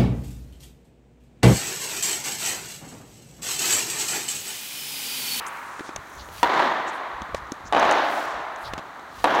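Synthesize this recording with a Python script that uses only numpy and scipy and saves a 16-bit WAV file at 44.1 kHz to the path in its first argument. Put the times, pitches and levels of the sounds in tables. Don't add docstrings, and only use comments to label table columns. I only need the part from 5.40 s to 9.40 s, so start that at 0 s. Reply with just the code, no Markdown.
import sys
import numpy as np
from scipy import signal
from scipy.fft import rfft, irfft, next_fast_len
from scipy.io import wavfile
from scipy.ndimage import map_coordinates

SR = 44100
rng = np.random.default_rng(int(sys.argv[2]) if len(sys.argv) > 2 else 0)


def inscribe(sig):
    pcm = np.round(np.clip(np.atleast_2d(sig).T, -1, 1) * 32767)
    wavfile.write(sys.argv[1], SR, pcm.astype(np.int16))


N = 176400


def own_strokes():
    # (time [s], direct level [dB], hall level [dB], pitch factor, hall hold [s])
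    hits = [(1.0301, 1.5, -20.6, 1.0, .23), (3.8420, .5, -18.5, .9, .2)]
    # (delay [s], level against the direct sound [dB])
    echoes = [(.0042, -3.5), (.0102, -8.5), (.0135, -6.5), (.0178, -14), (.040, -15), (.063, -14),
              (.109, -15), (.147, -12), (.164, -7), (.169, -7.5), (.212, -13)]
    # (frequency at pitch factor 1 [Hz], relative level [dB])
    colour = [(30, -56), (100, -29), (190, -15), (330, -6), (470, -8.5), (700, -2), (1100, 0), (1400, -7),
              (1800, -6.5), (2650, -19), (3800, -18.5), (5060, -31), (6500, -34), (9000, -48), (15000, -52)]
    return strokes(hits, echoes, colour, direct_hz=11000, echo_hz=4200)


def partner_strokes():
    # (time [s], direct level [dB], hall level [dB], pitch factor, hall hold [s])
    hits = [(-.85, -14, -16.9, 1.17, .25), (2.3248, -6, -18.6, .85, .26)]
    # (delay [s], level against the direct sound [dB])
    echoes = [(.007, .5), (.0095, -3), (.0228, 3), (.028, -3), (.0365, -4), (.0405, 4), (.047, 0),
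              (.054, -2), (.102, 2.5), (.108, -2), (.117, -2), (.129, -3), (.135, -3), (.168, -8),
              (.186, -3), (.192, -1)]
    # (frequency at pitch factor 1 [Hz], relative level [dB])
    colour = [(30, -56), (120, -32), (230, -19), (350, -8), (510, -10.5), (800, 0), (1040, -1.5),
              (1580, -6.5), (2130, -9.5), (2950, -18), (4480, -21), (5800, -30), (7400, -34), (9800, -49),
              (16000, -53)]
    return strokes(hits, echoes, colour, direct_hz=7000, echo_hz=4000)


def strokes(hits, echoes, colour, direct_hz, echo_hz):
    out = np.zeros(N)
    for start, db, hall_db, pitch, hold in hits:
        add(out, start, amp(db) * lowpass(pock(pitch), direct_hz))
        for delay, echo_db in echoes:
            slap = lowpass(pock(pitch * (1 + rng.normal(0, .04))), echo_hz)
            add(out, start + delay, amp(db + echo_db) * slap)
        tail = hall([(hz * pitch, level) for hz, level in colour], hold)
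        add(out, start, amp(hall_db) * tail)
    return out


def pock(pitch):
    # (frequency at pitch factor 1 [Hz], level [dB], t60 [s])
    modes = [(350, -18, .038), (610, -12, .022), (820, -6, .024), (960, -2, .024), (1230, -7, .017),
             (1850, -9, .013), (2850, -14, .012), (3450, -13, .012), (4300, -15, .012)]
    t = np.arange(SR // 10) / SR
    contact_s = .0006
    hit = ring(modes, t, pitch, click_db=-12, click_t60=.01, click_hz=11000) * attack(t, contact_s)
    return signal.lfilter(*signal.butter(2, 260, "highpass", fs=SR), hit)


def hall(colour, hold):
    # (frequency [Hz], t60 [s])
    decay = [(100, 1.3), (280, 1.7), (600, 2.2), (1100, 3.1), (1900, 2.8), (4000, 2.0), (7000, 1.35),
             (14000, 1.1)]
    clump_db, late_power = 2.2, amp(-3.3) ** 2
    t = np.arange(3 * SR) / SR
    clumps = np.interp(t, np.arange(600) / 200, rng.standard_normal(600))
    wash = noise(colour, len(t)) * amp(clump_db * clumps * fade(t, t60=4))
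    hz, times, spectrum = signal.stft(wash, SR, nperseg=512)
    age = np.maximum(times - hold, 0)
    early_drop = np.sqrt(late_power + (1 - late_power) * fade(age, t60=.8) ** 2)
    gain = fade(age, along(decay, hz)[:, None]) * early_drop
    tail = signal.istft(spectrum * gain, SR, nperseg=512)[1][:len(t)]
    return tail * attack(t, rise_s=.03)


def knocks():
    # (time [s], pitch [Hz], relative thud level [dB], relative scuff level [dB])
    landings = [(.3938, 330, -28, -30), (.407, 330, -27, -37), (.491, 330, -29, -32),
                (.5615, 600, -25, -29), (.887, 480, -33, -39), (1.818, 210, -31, -32),
                (1.891, 260, -38, -48), (1.946, 560, -15, -23), (2.1195, 280, -24, -36),
                (2.204, 260, -42, -46), (2.253, 230, -43, -46), (3.3355, 560, -26, -24),
                (3.379, 260, -38, -29), (3.387, 700, -34, -34), (3.393, 1000, -32, -37),
                (3.594, 800, -35, -40)]
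    # (frequency [Hz], relative level [dB])
    turf = [(25, -30), (60, -10), (180, -2), (400, -4), (1200, -2), (2500, -12), (4000, -12), (5200, -22),
            (7000, -23), (9000, -33), (15000, -39)]
    out, t = np.zeros(N), np.arange(SR // 8) / SR
    thud_cycles = 7
    for start, hz, thud_db, scuff_db in landings:
        thud = amp(thud_db) * np.sin(2 * np.pi * hz * t) * fade(t, t60=thud_cycles / hz)
        scuff = amp(scuff_db) * noise(turf, len(t)) * fade(t, t60=.02)
        add(out, start, 2 * (thud + scuff) * attack(t, rise_s=.0007))
    return out


def zip_pull():
    # (time [s], level [dB])
    ticks = [(.066, -21), (.5615, -14), (1.1425, -30), (1.8195, -30), (1.9465, -26), (1.969, -37),
             (2.071, -42), (2.1200, -17), (2.141, -40), (2.3965, -15), (2.4500, -27), (2.5115, -14),
             (2.5245, -20), (3.1605, -31), (3.336, -30), (3.379, -33), (3.950, -26), (3.959, -28)]
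    # (nominal frequency [Hz], level [dB], t60 [s])
    modes = [(5700, -7, .008), (6250, -2, .009), (6650, -4, .008), (7800, -15, .006)]
    out, t = np.zeros(N), np.arange(SR // 10) / SR
    for start, db in ticks:
        pitch = 1 + rng.normal(0, .025)
        tick = ring(modes, t, pitch, click_db=-10, click_t60=.014, click_hz=9500)
        add(out, start, amp(db) * tick * attack(t, rise_s=.0005))
    return out


def jacket():
    # (middle [s], half length [s], level [dB])
    bumps = [(.578, .018, -42), (.79, .035, -45), (.9, .03, -50), (1.01, .04, -48), (1.755, .015, -47),
             (1.825, .015, -46), (1.935, .025, -44), (2.02, .05, -47), (2.27, .04, -47), (2.42, .08, -46),
             (3.265, .02, -45), (3.33, .025, -41), (2.97, .06, -53), (3.83, .05, -49)]
    # (frequency [Hz], relative level [dB])
    rumble = [(20, -32), (42, -5), (62, 0), (100, -7), (170, -14), (300, -35), (1000, -80)]
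    # (middle [s], half length [s], level [dB], centre [Hz], width [octaves])
    brushes = [(.076, .008, -41, 8200, .35), (.08, .2, -56, 14000, .7), (.3, .2, -55, 6600, .45),
               (.47, .022, -49, 4800, .6), (.8, .11, -56, 6300, .22), (.85, .17, -58, 11000, .7),
               (.805, .018, -44, 3900, .35), (1.0, .05, -49, 12500, .6), (1.0, .045, -43.5, 3000, 1.0),
               (1.49, .011, -45.5, 6600, .25), (1.55, .02, -55, 8000, .5), (1.97, .012, -49, 4800, .6),
               (2.271, .01, -47, 5900, .25), (2.76, .085, -51, 9500, .8), (2.82, .12, -49, 5000, .5),
               (3.265, .018, -41, 3900, .36), (3.25, .04, -55, 8500, .7), (3.82, .06, -48, 3200, .9),
               (3.83, .06, -55, 12000, .7)]
    catch_db, catches_per_s = 1.8, 110
    out = noise(rumble, N) * sum(amp(db) * swell(middle, half) for middle, half, db in bumps)
    catch_position = np.arange(N) * catches_per_s / SR
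    for middle, half, db, centre, octaves in brushes:
        catches = map_coordinates(rng.standard_normal(N // 100), [catch_position], order=1)
        grains = rng.standard_normal(N) * amp(4 * rng.standard_normal(N) + catch_db * catches)
        band = lambda hz: np.exp(-.5 * (np.log2((hz + 1) / centre) / octaves) ** 2)
        out += amp(db) * swell(middle, half) * unit(filtered(grains, band))
    return out


def hall_air():
    # (frequency [Hz], relative level [dB])
    colour = [(20, -40), (35, -21), (60, -8), (100, -10), (180, -8), (330, -5), (500, -6), (800, -2),
              (1150, 0), (1800, -5), (2600, -18), (4000, -17), (5100, -27), (6300, -24), (9000, -33),
              (15500, -36)]
    return amp(-43) * noise(colour, N)


def ring(modes, t, pitch, click_db, click_t60, click_hz):
    tones = sum(amp(db + rng.normal(0, 1)) * fade(t, t60) * np.sin(2 * np.pi * hz * pitch * t)
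                for hz, db, t60 in modes)
    click = lowpass(fade(t, click_t60) * rng.standard_normal(len(t)), click_hz, order=3)
    return tones + amp(click_db) * click


def amp(db):
    return 10 ** (np.asarray(db) / 20)


def unit(x):
    return x / np.sqrt(np.mean(x ** 2) + 1e-20)


def along(points, hz):
    freqs, values = np.transpose(points)
    return np.interp(np.log(hz + 1), np.log(freqs + 1), values)


def lowpass(x, hz, order=2):
    return signal.lfilter(*signal.butter(order, hz, fs=SR), x)


def filtered(x, response):
    size = next_fast_len(len(x) + SR // 4)
    return irfft(rfft(x, size) * response(np.fft.rfftfreq(size, 1 / SR)), size)[:len(x)]


def noise(spectrum, size):
    return unit(filtered(rng.standard_normal(size), lambda hz: amp(along(spectrum, hz))))


def attack(t, rise_s):
    return 1 - np.exp(-t / rise_s)


def fade(t, t60):
    return np.exp(-np.log(1000) * t / t60)


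def swell(middle, half):
    return np.exp(-.5 * ((np.arange(N) / SR - middle) / half) ** 2)


def add(out, start, x):
    i = round(start * SR)
    x, i = x[max(-i, 0):], max(i, 0)
    out[i:i + len(x)] += x[:max(len(out) - i, 0)]


def scene():
    return (own_strokes() + partner_strokes() + knocks() + zip_pull() + jacket() + hall_air())[None]


def record(dry):
    ceiling, knee = .51, 5
    clipped = dry[0] / (1 + np.abs(dry[0] / ceiling) ** knee) ** (1 / knee)
    return filtered(clipped, lambda hz: hz < 16000)[None]


dry = scene()
out = record(dry)
inscribe(out)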